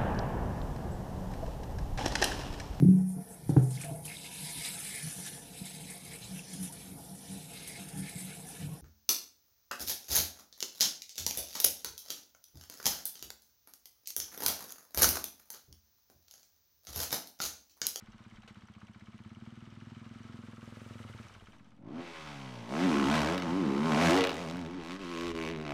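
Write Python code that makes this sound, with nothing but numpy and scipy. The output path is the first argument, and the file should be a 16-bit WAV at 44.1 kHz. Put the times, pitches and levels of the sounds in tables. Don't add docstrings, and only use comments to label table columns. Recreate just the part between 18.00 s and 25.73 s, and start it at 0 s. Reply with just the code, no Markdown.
import sys
import numpy as np
from scipy import signal
from scipy.fft import rfft, irfft, next_fast_len
from scipy.io import wavfile
from scipy.ndimage import uniform_filter1d, map_coordinates

SR = 44100
rng = np.random.default_rng(int(sys.argv[2]) if len(sys.argv) > 2 else 0)


def level_to_linear(level):
    exponent = np.asarray(level, float) / 20
    return 10 ** exponent


def master_out(mix):
    frames = np.transpose(np.atleast_2d(mix))
    ceiling = np.clip(frames, -1, 1)
    pcm = np.round(ceiling * 32767).astype(np.int16)
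    wavfile.write(sys.argv[1], SR, pcm)


N = 340893
T = np.arange(N) / SR
TRACK_S = 3.45
RIDING = slice(round(TRACK_S * SR), N)

# start_s (centre), level_db, half_length_s
GUSTS = [(.1, -67, 0.065), (.4, -65, 0.084), (3.4, -66, .1), (5.2, -63, 0.26), (6.12, -60, 0.16),
         (6.8, -68, .06), (7.04, -49.5, 0.051), (7.43, -56, 0.17), (7.73, -56, 0.082)]
# delay_s, level_db
BANKS = [
    (.11, -13),
    (0.188, -21),
]
# frequency_hz, t60_s
FIELD = [(100, 1), (450, 0.31), (3000, 0.26), (12000, 0.091)]

# time_s, speed_firings_per_s
IDLE_SPEED = [(0.0, 16.16), (0.2, 16.97), (0.8, 15.05), (1.17, 16.87), (1.49, 19.84), (2.26, 21.29),
              (3.02, 21.21), (3.49, 15.81), (3.9, 17.37)]
# time_s, exhaust_level_db, engine_case_level_db
IDLE_LEVELS = [(0, -59, -62.5), (.9, -56.5, -62), (1.5, -53, -64.5), (2.4, -53, -62.5), (3.2, -57, -59.5),
               (3.28, -67, -58), (3.5, -64, -62.5), (3.75, -67.5, -71), (3.85, -59, -81)]
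# pitch_hz, level_db, t60_ms
PIPE = [(94.4, -7.5, 74), (194, 17, 16.5), (320, -24, 17), (487, 26, 11), (574, 1, 14)]
# frequency_hz, level_db_per_hz
CASES = [(430, -3.5), (600, -3), (800, -6.5), (1000, -6), (1290, -1), (1610, -2.5), (2620, -7.5),
         (2950, -5.5), (4810, -13.5), (6010, -16.5), (8830, -22.5), (9790, -34), (12800, -34), (13600, -52),
         (15500, -58)]
# offset_ms (from the firing, at 16 firings per s), level_db, pitch_hz, t60_ms
VALVES = [(-27, -3.5, 3000, 28), (-27, -8, 5900, 16), (-27, -20, 9500, 12), (-18, 0, 1350, 60),
          (-16, -4, 2200, 45), (-17, -6, 700, 45), (-15, -13, 4000, 30), (-6, -3, 1020, 45),
          (18, -15, 8000, 12), (18, -25, 11000, 12), (13, -3, 980, 55)]
# start_s, peak_db
CLUNK = [
    (0.477, -43.5),
]

# time_s, speed_firings_per_s
JUMP = [(3.45, 53), (3.6, 46), (3.79, 41), (3.85, 50), (3.89, 59), (3.92, 71.2), (3.96, 81), (4.034, 87.3),
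        (4.663, 54.8)]
LANDING = [(4.7, 60.2), (4.813, 87.9), (4.858, 95.3), (4.957, 69.5), (5.0, 72), (5.05, 66), (5.167, 80),
           (5.238, 69.5), (5.366, 92.9), (5.456, 87.2)]
DESCENT = [(5.491, 79.9), (5.595, 99.5), (5.69, 66), (5.77, 69), (5.878, 83), (5.955, 70.9), (6.03, 86.8),
           (6.095, 80.3), (6.18, 95), (6.22, 92), (6.3, 91)]
BUMPS = [(6.34, 77), (6.424, 90), (6.474, 78.2), (6.59, 91.5), (6.663, 79), (6.763, 94.6), (6.832, 78),
         (7.005, 100.5), (7.063, 86)]
CORNER = [(7.107, 87), (7.165, 82), (7.26, 86.7), (7.36, 81.5), (7.42, 82), (7.462, 78), (7.527, 84.4),
          (7.576, 76.5), (7.646, 77.5), (7.691, 71.3), (7.731, 72.5)]
# time_s, boom_level_db, bite_over_boom_db
JUMP_LOAD = [(3.5, -63.5, -39), (3.76, -65, -27), (3.87, -47.5, -22.5), (3.99, -38.5, -17.5),
             (4.07, -53, 2), (4.16, -56, 6), (4.28, -50.5, 1.5), (4.46, -45.5, -7), (4.68, -49, -6.5)]
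LANDING_LOAD = [(4.72, -38.5, -8.5), (4.8, -31, -11), (4.85, -25, -16.5), (4.93, -26.5, -12),
                (5.03, -27, -12), (5.15, -29.5, -4.5), (5.24, -32.5, -3.5), (5.34, -31.5, -7),
                (5.4, -41, -14.5)]
DESCENT_LOAD = [(5.49, -32.5, -14.5), (5.62, -28, -22), (5.8, -31.5, -16), (5.9, -28, -12.5),
                (6.01, -27, -7), (6.1, -20.5, -6), (6.2, -23.5, -8), (6.27, -34, -5), (6.36, -47, -4.5)]
BUMPS_LOAD = [(6.4, -41, -6.5), (6.52, -38.5, -13), (6.73, -42, -14.5), (6.79, -40.5, -16),
              (6.83, -45.5, -5.5), (6.93, -41, -8), (6.99, -46, -7.5), (7.02, -42.5, -9.5)]
CORNER_LOAD = [(7.16, -39.5, -7), (7.25, -36.5, -9), (7.32, -37.5, -9.5), (7.37, -36.5, -10.5),
               (7.47, -38, -6), (7.54, -37, -14.5), (7.63, -41.5, -11), (7.73, -40.5, -4)]
# time_s, chamber_hz, width_over_centre,
# extra_ground_path_ms
SILENCER = [(3.47, 190, 0.58, 4.9),
            (3.84, 206, 0.7, 4.8), (3.9, 264, 0.39, 4.5), (3.97, 230, 0.25, 5.7),
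                (4.04, 357, 0.72, 4.7), (4.1, 500, 1.0, 4), (4.16, 497, 1.0, 4.6), (4.23, 217, 0.76, 4.1),
                (4.3, 163, 1.0, 5.5), (4.36, 176, 0.6, 5.1), (4.42, 166, 0.34, 5.8), (4.49, 159, 0.64, 6.1),
                (4.56, 150, 0.8, 5.8), (4.62, 141, 0.28, 6.2), (4.68, 228, 0.95, 6.4),
                (4.75, 240, 1.0, 7.6), (4.81, 244, 0.31, 6.8), (4.88, 235, 0.33, 6.0),
                (4.94, 292, 0.3, 7.8), (5.01, 290, 0.38, 6.1), (5.07, 264, 0.41, 9.9), (5.14, 192, 0.3, 7),
                (5.2, 212, 0.71, 8.3), (5.27, 278, 1.0, 8.1), (5.33, 329, 1.0, 8.1), (5.4, 297, 0.44, 8.4),
                (5.46, 225, 0.31, 7.3), (5.53, 246, 0.28, 7.3), (5.59, 280, 0.23, 5.75),
                (5.66, 246, 0.56, 8), (5.72, 284, 0.59, 6.6),
            (5.79, 278, 0.9, 7.1), (5.85, 164, 0.54, 6.4), (5.92, 207, 1, 5.6), (5.98, 198, 1.0, 6.3),
               (6.05, 111, 0.95, 4.95), (6.11, 285, 0.24, 4.5), (6.18, 378, 0.21, 5.6),
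               (6.24, 475, 0.46, 5.4), (6.31, 500, 0.8, 5.8), (6.37, 366, 1.0, 2.5), (6.44, 282, 1.0, 3.2),
               (6.5, 224, 0.85, 2.5), (6.57, 264, 0.42, 2.8), (6.63, 256, 0.42, 2.15),
               (6.7, 239, 0.66, 4.5), (6.76, 244, 0.18, 4.9), (6.83, 333, 0.35, 2.4),
               (6.89, 292, 0.31, 2.5), (6.96, 353, 1.0, 2), (7.02, 372, 0.5, 2.2), (7.09, 318, 0.35, 2.36),
               (7.15, 373, 0.3, 2.4), (7.22, 384, 0.34, 2.35), (7.28, 391, 0.16, 2.08),
               (7.35, 406, 0.33, 2.1), (7.41, 390, 0.39, 1.9), (7.48, 313, 0.28, 3.26),
               (7.54, 282, 0.27, 3.6), (7.61, 290, 0.95, 3.9), (7.67, 267, 1.0, 4.6)]
STAGES = [
    3.45,
    4.04,
    4.68,
    5.06,
    5.42,
    6.0,
    6.32,
    6.82,
    7.34,
    7.74,
]
BURN = [(.3, .35), (.35, .2), (.2, .15), (.12, .25), (.3, .12), (.12, .22), (.4, .2), (.15, .07), (.07, .1)]
# growl_from_db, growl_to_db (over the boom), fizz_from_db, fizz_to_db (over the bark)
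MIX = [(37, 6, -24, -12.5), (-7.5, 3.5, -14, -9), (7, 3, -7.5, -10), (6, 3.5, -9.5, -10.5), (10, 8, -9, -9),
       (5, 1, -9, -16.5), (3.5, 4.5, -5, -14.5), (-0.5, 0.5, -11, -8.5), (-2.5, 4, -10, -17)]
# time_s, pitch_hz
VOICE = [(3.47, 320), (3.86, 540), (3.93, 680), (4.04, 694), (4.15, 1110), (4.24, 1060), (4.32, 780),
         (4.44, 865), (4.52, 590), (4.66, 477), (4.72, 605), (4.86, 760), (4.92, 1000), (4.97, 1140),
         (5.07, 910), (5.16, 545), (5.24, 586), (5.36, 705), (5.45, 890), (5.72, 930), (5.87, 990),
         (5.96, 720), (6.05, 560), (6.12, 570), (6.18, 755), (6.22, 766), (6.31, 686), (6.45, 615),
         (6.58, 720), (6.68, 855), (6.76, 925), (6.84, 840), (6.97, 1220), (7.08, 980), (7.2, 950),
         (7.32, 790), (7.45, 653), (7.56, 534), (7.66, 695), (7.72, 666)]
# time_s, clean_crack (0-1), jet_bunched_behind_firing (0-1)
PUNCH = [(3.47, 0, .2), (4.02, .05, .15), (4.1, 0, .1), (4.66, .1, .15), (4.72, .75, .6), (4.78, .6, .7),
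         (4.83, .15, .25), (4.89, .25, .4), (4.92, .55, .85), (5.0, .6, .8), (5.06, .55, .7),
         (5.11, .55, .8), (5.17, .35, .45), (5.22, .7, .85), (5.35, .55, .75), (5.46, .4, .6),
         (5.53, .1, .2), (5.72, .15, .25), (5.8, .3, .7), (5.95, .5, .75), (6.02, .4, .45),
         (6.12, .75, .95), (6.2, .6, .75), (6.31, .7, .85), (6.42, .3, .5), (6.49, .5, .85), (6.6, .45, .8),
         (6.67, .6, .95), (6.73, .2, .5), (6.8, .25, .5), (6.84, .7, .8), (6.96, .7, .8), (7.03, .35, .4),
         (7.12, .5, .7), (7.17, .85, .85), (7.24, .7, .8), (7.31, .8, .85), (7.37, .95, .95), (7.46, 1, 1),
         (7.56, .95, 1), (7.63, .75, .8), (7.7, .85, 1)]
# time_s, lead_ms
LEAD = [(6.3, 7.5), (6.4, 5.5)]
# frequency_hz, level_db_per_hz
RASP = [(180, 3.5), (300, -9.5), (337, -30), (517, -10), (562, 1.5), (610, -39), (1090, -12), (2930, -19.5),
        (3400, -23.5), (6250, -26), (15500, -44)]
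# pitch_hz, width_hz
TIP = [
    (2900, 3000),
    (2150, 1100),
]
# time_s, share (0-1)
TURNED = [(4.66, .2), (5.05, .3), (5.25, .85), (5.45, .85), (5.5, .3), (6.08, .3), (6.14, .8), (7.3, .8),
          (7.4, .95)]
# start_s (centre), level_db, half_length_s
SHAKES = [(4.0, -73, .05), (4.24, -72, 0.15), (4.88, -65, 0.04), (5.25, -48.5, 0.13), (5.5, -57, 0.053),
          (6.15, -47.5, 0.17), (6.42, -62, 0.079), (6.63, -53.5, 0.12), (6.9, -66, 0.079),
          (7.28, -62.5, 0.15), (7.52, -55.5, 0.15)]
# start_s, end_s, level_db
CUTS = [(5.37, 5.444, 3.5), (6.195, 6.315, -5), (6.972, 6.991, -7), (7.32, 7.347, -11)]
# start_s, peak_db
POPS = [(5.345, -29), (5.379, -22), (5.399, -27), (5.4217, -27), (6.2077, -14), (6.239, -13.5),
        (6.2499, -23), (6.2713, -21), (6.293, -18.5), (6.305, -28), (6.316, -28.5), (6.328, -32)]
# time_s, level_db
CEILING = [(4.7, -24), (4.85, -21.5), (5.1, -23), (5.25, -25), (5.36, -27), (5.6, -22.5), (6.14, -21.3),
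           (6.25, -21.3), (6.3, -23)]


def unit(x):
    return x / np.sqrt(np.mean(x ** 2) + 1e-20)


def along(points, hz):
    f, v = np.transpose(points)
    return np.interp(np.log(hz + 1), np.log(f + 1), v)


def curves(rows):
    s, *cols = np.transpose(rows)
    return [np.interp(T, s, c) for c in cols]


def staged(rows):
    s = np.ravel([(a + .02, b - .02) for a, b in zip(STAGES, STAGES[1:])])
    rows = np.array(rows, float)
    return [np.interp(T, s, rows[:, k:k + 2].ravel()) for k in range(0, rows.shape[1], 2)]


def swells(rows):
    return sum(level_to_linear(db) * np.exp(-((T - s) / half) ** 2) for s, db, half in rows)


def wobble(rate):
    knots = rng.standard_normal(int(N * rate / SR) + 4)
    return np.interp(T, T[::32], map_coordinates(knots, [T[::32] * rate]))


def filtered(x, response):
    m = next_fast_len(N + SR // 2)
    return irfft(rfft(x, m) * response(np.fft.rfftfreq(m, 1 / SR)), m)[:N]


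def band(lo_hz, hi_hz):
    return lambda f: 1 / (1 + (lo_hz / (f + 1)) ** 4) / (1 + (f / hi_hz) ** 4)


def peak(f, hz, width_hz):
    return 1j * f * width_hz / (hz * hz - f * f + 1j * f * width_hz)


def noise(spectrum):
    return unit(filtered(rng.standard_normal(N), lambda f: level_to_linear(along(spectrum, f))))


def noise_through(response):
    return unit(filtered(rng.standard_normal(N), response))


def riding_band(x, lo_hz, hi_hz):
    y = filtered(x, band(lo_hz, hi_hz))
    return y / np.std(y[RIDING])


def firings(cycles):
    return np.flatnonzero(np.diff(np.floor(cycles)))


def add(out, at, sound):
    out[max(at, 0):at + len(sound)] += sound[max(-at, 0):max(len(out) - at, 0)]


def wind():
    rumble = filtered(rng.standard_normal(N), band(20, 60))
    breeze_db = -78.5
    return (level_to_linear(breeze_db) + swells(GUSTS)) * unit(level_to_linear(3.1 * wobble(12)) * rumble)


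def surroundings(x):
    hz, t, z = signal.stft(rng.standard_normal(SR // 2), SR, nperseg=256)
    tail = signal.istft(z * level_to_linear(-60 * t / along(FIELD, hz)[:, None]), SR, nperseg=256)[1]

    def banks(f):
        return band(150, 1500)(f) * sum(level_to_linear(db) * np.exp(-2j * np.pi * f * s) for s, db in BANKS)

    return filtered(x, banks) + level_to_linear(-10) * signal.fftconvolve(x, tail / np.linalg.norm(tail))[:N]


def drive_line():
    t = np.arange(3000) / SR
    chain = swells([(2.93, -72.5, 0.49)])
    gear = chain * level_to_linear(2 * wobble(40)) * noise_through(band(5500, 8300))
    for s, db in CLUNK:
        add(gear, round(s * SR), level_to_linear(db - 8 - 60 * t / 0.13) * noise(CASES)[:len(t)])
    first_s, gap_s, clack_db, loss_db = 3.346, .061, -52.5, 2
    for k in range(5):
        ring = np.sin(2 * np.pi * rng.normal(2400, 90) * t) + .6 * noise(CASES)[:len(t)]
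        fade = level_to_linear(clack_db - k * loss_db - 60 * t / .04) * np.clip(t / .003, 0, 1)
        add(gear, round((first_s + k * gap_s) * SR), fade * ring)
    return gear


def valve_taps(starts, speed):
    t = np.arange(3000) / SR
    taps = np.zeros(N)
    for at in starts:
        for ms, db, hz, t60_ms in VALVES:
            resonator = [1, -1.94 * np.cos(2 * np.pi * hz / SR), .9409]
            tap = unit(signal.lfilter([1], resonator, rng.standard_normal(len(t))))
            tap = tap + .25 * np.sin(2 * np.pi * hz * t)
            fade = level_to_linear(db + rng.normal(0, 1) - 60000 * t / t60_ms) * np.clip(t / (t60_ms / 14000), 0, 1)
            add(taps, at + round(ms * 16 / speed[at] * SR / 1000), fade * tap)
    return unit(filtered(taps, band(600, 25000)))


def engine_cases(starts, speed, heat, clatter_db):
    taps = valve_taps(starts, speed)
    steady = np.clip(3.5 * heat - 2.75, .5, 1)
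    cases = level_to_linear(clatter_db) * (steady * level_to_linear(1.2 * wobble(40)) * noise(CASES) + .75 * taps)
    whine_db = clatter_db - 12 + 2.1 * (speed - 16)
    whine = noise_through(lambda f: peak(f, 1240, 210) ** 2)
    return cases + level_to_linear(whine_db - 6 + 0.4 * wobble(60)) * whine


def exhaust_thumps(starts, heat):
    passed_s = 3.5
    upper_db = np.interp(T, [1.7, 2.77, passed_s, passed_s + 0.056], [-38, -9.5, -9.5, -25])
    near_db = 13.5 * np.exp(-((T - 3.21) / 0.39) ** 2)
    bearing_share = (0, 0, .4, 1, 1)
    t = np.arange(3000) / SR
    rise = np.clip(t / .0036, 0, 1) ** 3
    thumps = np.zeros(N)
    for at in starts:
        lean_db = -4 * (abs(at / SR - .44) < .02)
        modes = []
        for k, (hz, db, t60_ms) in enumerate(PIPE):
            mode_db = db + (k == 0) * near_db[at] + lean_db + bearing_share[k] * upper_db[at]
            fade = level_to_linear(mode_db + rng.normal(0, .8) - 60000 * t / t60_ms)
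            modes.append(fade * np.cos(2 * np.pi * hz * heat[at] * (t - .0034) - 1.25))
        for trip, share in enumerate((1, .65, .18)):
            heard = modes[:3] if trip else modes
            add(thumps, at - 90 + round(trip * .0088 * SR / heat[at]), share * rise * sum(heard))
    seen = level_to_linear(.5 * upper_db)
    shadow_hz = 382
    shaded = filtered(thumps, lambda f: band(60, shadow_hz)(f) * band(1, 1.4 * shadow_hz)(f))
    return seen * filtered(thumps, band(60, 2000)) + (1 - seen) * shaded


def idle():
    (thump_db, clatter_db), (speed,) = curves(IDLE_LEVELS), curves(IDLE_SPEED)
    slipping = (T > 2.1) * (T < 3.0)
    speed = speed + .5 * np.sin(2 * np.pi * (T - 2.1) / .6) * slipping
    heat = 0.94 + 0.024 * (speed - 16)
    starts = firings(np.cumsum(speed) / SR - .4)
    thumps = exhaust_thumps(starts, heat)
    cases = engine_cases(starts, speed, heat, clatter_db)
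    on = np.clip((3.9 - T) / .1, 0, 1)
    return on * (level_to_linear(thump_db) * unit(thumps * on) + cases) + drive_line()


def exhaust_orders(cycles, speed, rough, bunched):
    centre_hz, width, path_ms = (c[RIDING] for c in curves(SILENCER))
    growl_hz, lead_ms = curves(VOICE)[0][RIDING], curves(LEAD)[0][RIDING]
    facing = np.interp(T, [6.97, 7.04, 7.3, 7.48, 7.55], [.06, 1, 1, .3, .05])[RIDING]
    chamber_top_hz = np.maximum(492, 1.25 * centre_hz)
    ground_share = 0.53
    boom, boom_power, growl, growl_power = np.full((4, N), 1e-9)
    for k in range(2, 22):
        hz = k * speed[RIDING]
        scatter_rad = 2.67 * (1 - bunched) ** 2 * wobble(1.503)
        phase = (2 * np.pi * k * cycles + scatter_rad)[RIDING]
        drift = level_to_linear(((.8 + .12 * k) * wobble(6) + 2.2 * rough * wobble(30))[RIDING])
        if k < 8:
            ring = peak(hz, centre_hz, width * centre_hz) * (centre_hz / hz) ** .25
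            ring = ring * band(80, chamber_top_hz)(hz) * drift ** .3
            ring *= abs(1 - ground_share * np.exp(-2j * np.pi * hz * path_ms / 1000))
            turns = k * cycles[RIDING] + hz * lead_ms / 1000
            boom[RIDING] -= np.real(ring * np.exp(2j * np.pi * turns))
            boom_power[RIDING] += abs(ring) ** 2 / 2
        pipe_mode = 3.2 * facing * abs(peak(hz, 1050, 220)) ** 2
        weight = drift * band(470, 1500)(hz) * (.25 + abs(peak(hz, growl_hz, 200)) + pipe_mode)
        growl[RIDING] -= weight * np.cos(phase)
        growl_power[RIDING] += weight ** 2 / 2
    return boom / np.sqrt(boom_power), growl / np.sqrt(growl_power)


def firing_pulses(cycles, speed):
    at = firings(cycles)
    size = -level_to_linear(1.3 * rng.standard_normal(len(at)))
    late = cycles[at + 1] % 1 * SR / speed[at]
    cracks = np.zeros(N)
    cracks[at], cracks[at + 1] = size * late, size * (1 - late)
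    return cracks


def exhaust_jet(cracks, speed, bunched):
    decay_s = .0024
    burst = signal.lfilter([1], [1, -np.exp(-1 / (decay_s * SR))], -cracks) / (speed * decay_s)
    flow = (bunched * burst + 1 - .9 * bunched) / np.sqrt(1 + 1.8 * bunched ** 2)
    return noise(RASP) * flow * level_to_linear(1.1 * wobble(30))


def scattered(pulses):
    t = np.arange(1200) / SR
    turn = np.pi * wobble(3) / 2
    fade = level_to_linear(-60 * t / .022) * np.clip(t / 0.012, 0, 1)
    a, b = (signal.fftconvolve(pulses, rng.standard_normal(len(t)) * fade)[:N] for _ in range(2))
    return np.cos(turn) * a + np.sin(turn) * b


def tail_pipe_bark(cracks, jet, sharp, rough):
    side, rear = (riding_band(filtered(cracks, lambda f: .3 + peak(f, hz, width_hz)), 1100, 4600)
                  for hz, width_hz in TIP)
    behind = np.interp(T, [5.0, 5.1, 5.22, 5.3, 5.5, 7.25, 7.4], [1, .5, 1, .5, .4, .2, 1])
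    crack = sharp ** 1.4 * ((1 - behind) * side + behind * rear)
    smeared = 0.95 * (1 - sharp) * (1 - rough) * riding_band(scattered(cracks), 700, 4300)
    coast = np.interp(T, (4.0, 4.1, 4.62, 4.7), [1, .6, .6, 1])
    return crack + smeared + coast * np.sqrt(.68 - .62 * sharp) * riding_band(jet, 1300, 4500)


def jet_fizz(cracks, jet, sharp):
    turned, = curves(TURNED)
    hiss = turned * unit(jet) + np.sqrt(1 - turned ** 2) * noise(RASP)
    return 0.046 * sharp * riding_band(cracks, 3300, 4900) + riding_band(hiss, 2800, 14600)


def frame_shaking(cycles, bark_db):
    shake = (level_to_linear(bark_db - 22) + swells(SHAKES)) * level_to_linear(2 * wobble(14))
    return np.sqrt(2) * shake * np.sin(2 * np.pi * cycles) * (T > 3.8)


def limiter_pops():
    t = np.arange(1500) / SR
    puff = riding_band(filtered(noise(RASP), band(500, 12000)), 1250, 5500)
    pops = np.zeros(N)
    for s, db in POPS:
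        at = round(s * SR)
        add(pops, at, level_to_linear(db - 5 - 60 * t / 0.018) * puff[at:at + len(t)])
    return pops


def track():
    speed, = curves(JUMP + LANDING + DESCENT + BUMPS + CORNER)
    boom_db, bite_db = curves(JUMP_LOAD + LANDING_LOAD + DESCENT_LOAD + BUMPS_LOAD + CORNER_LOAD)
    (sharp, bunched), (rough,) = curves(PUNCH), staged(BURN)
    growl_over_db, fizz_over_db = staged(MIX)
    bark_db = boom_db + bite_db
    growl_db = growl_over_db + boom_db + 1.177 * bite_db
    fizz_db = fizz_over_db + bark_db
    cycles = np.cumsum(speed * (1 + .003 * wobble(60))) / SR
    boom, growl = exhaust_orders(cycles, speed, rough, bunched)
    cracks = firing_pulses(cycles, speed)
    jet = exhaust_jet(cracks, speed, bunched)
    low = boom + .55 * rough * riding_band(noise(RASP), 120, 450)
    middle = np.sqrt(1 - .55 * rough) * growl + np.sqrt(.55 * rough) * riding_band(jet, 420, 1300)
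    bark = tail_pipe_bark(cracks, jet, sharp, rough)
    fizz = jet_fizz(cracks, jet, sharp)
    cut_db = uniform_filter1d(sum(db * ((T > a) & (T < b)) for a, b, db in CUTS), size=200)
    upper = level_to_linear(growl_db) * middle + level_to_linear(bark_db) * bark + level_to_linear(fizz_db) * fizz
    ride = level_to_linear(boom_db + .5 * cut_db) * low + level_to_linear(cut_db) * upper
    ride += frame_shaking(cycles, bark_db) + limiter_pops()
    return ride * np.clip((T - TRACK_S) / .08, 0, 1)


def scene():
    waiting, riding = idle(), track()
    sent = filtered(riding, lambda f: .35 + .65 * band(420, SR)(f)) + .55 * waiting
    return (waiting + riding + surroundings(sent) + wind())[None]


def low_pass(x):
    return signal.sosfilt(signal.butter(12, 15710, fs=SR, output="sos"), x)


def record(dry):
    top = level_to_linear(curves(CEILING)[0])
    shaved = dry[0] / (1 + abs(dry[0] / top) ** 6) ** (1 / 6) - dry[0]
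    flattened = dry[0] + filtered(shaved, band(78, 30000))
    offset = -.0009 * np.clip((T - TRACK_S) / .1, 0, 1)
    mix = filtered(flattened, lambda f: f < 15750)[None] + offset
    return low_pass(mix)


dry = scene()
out = record(dry)
master_out(out)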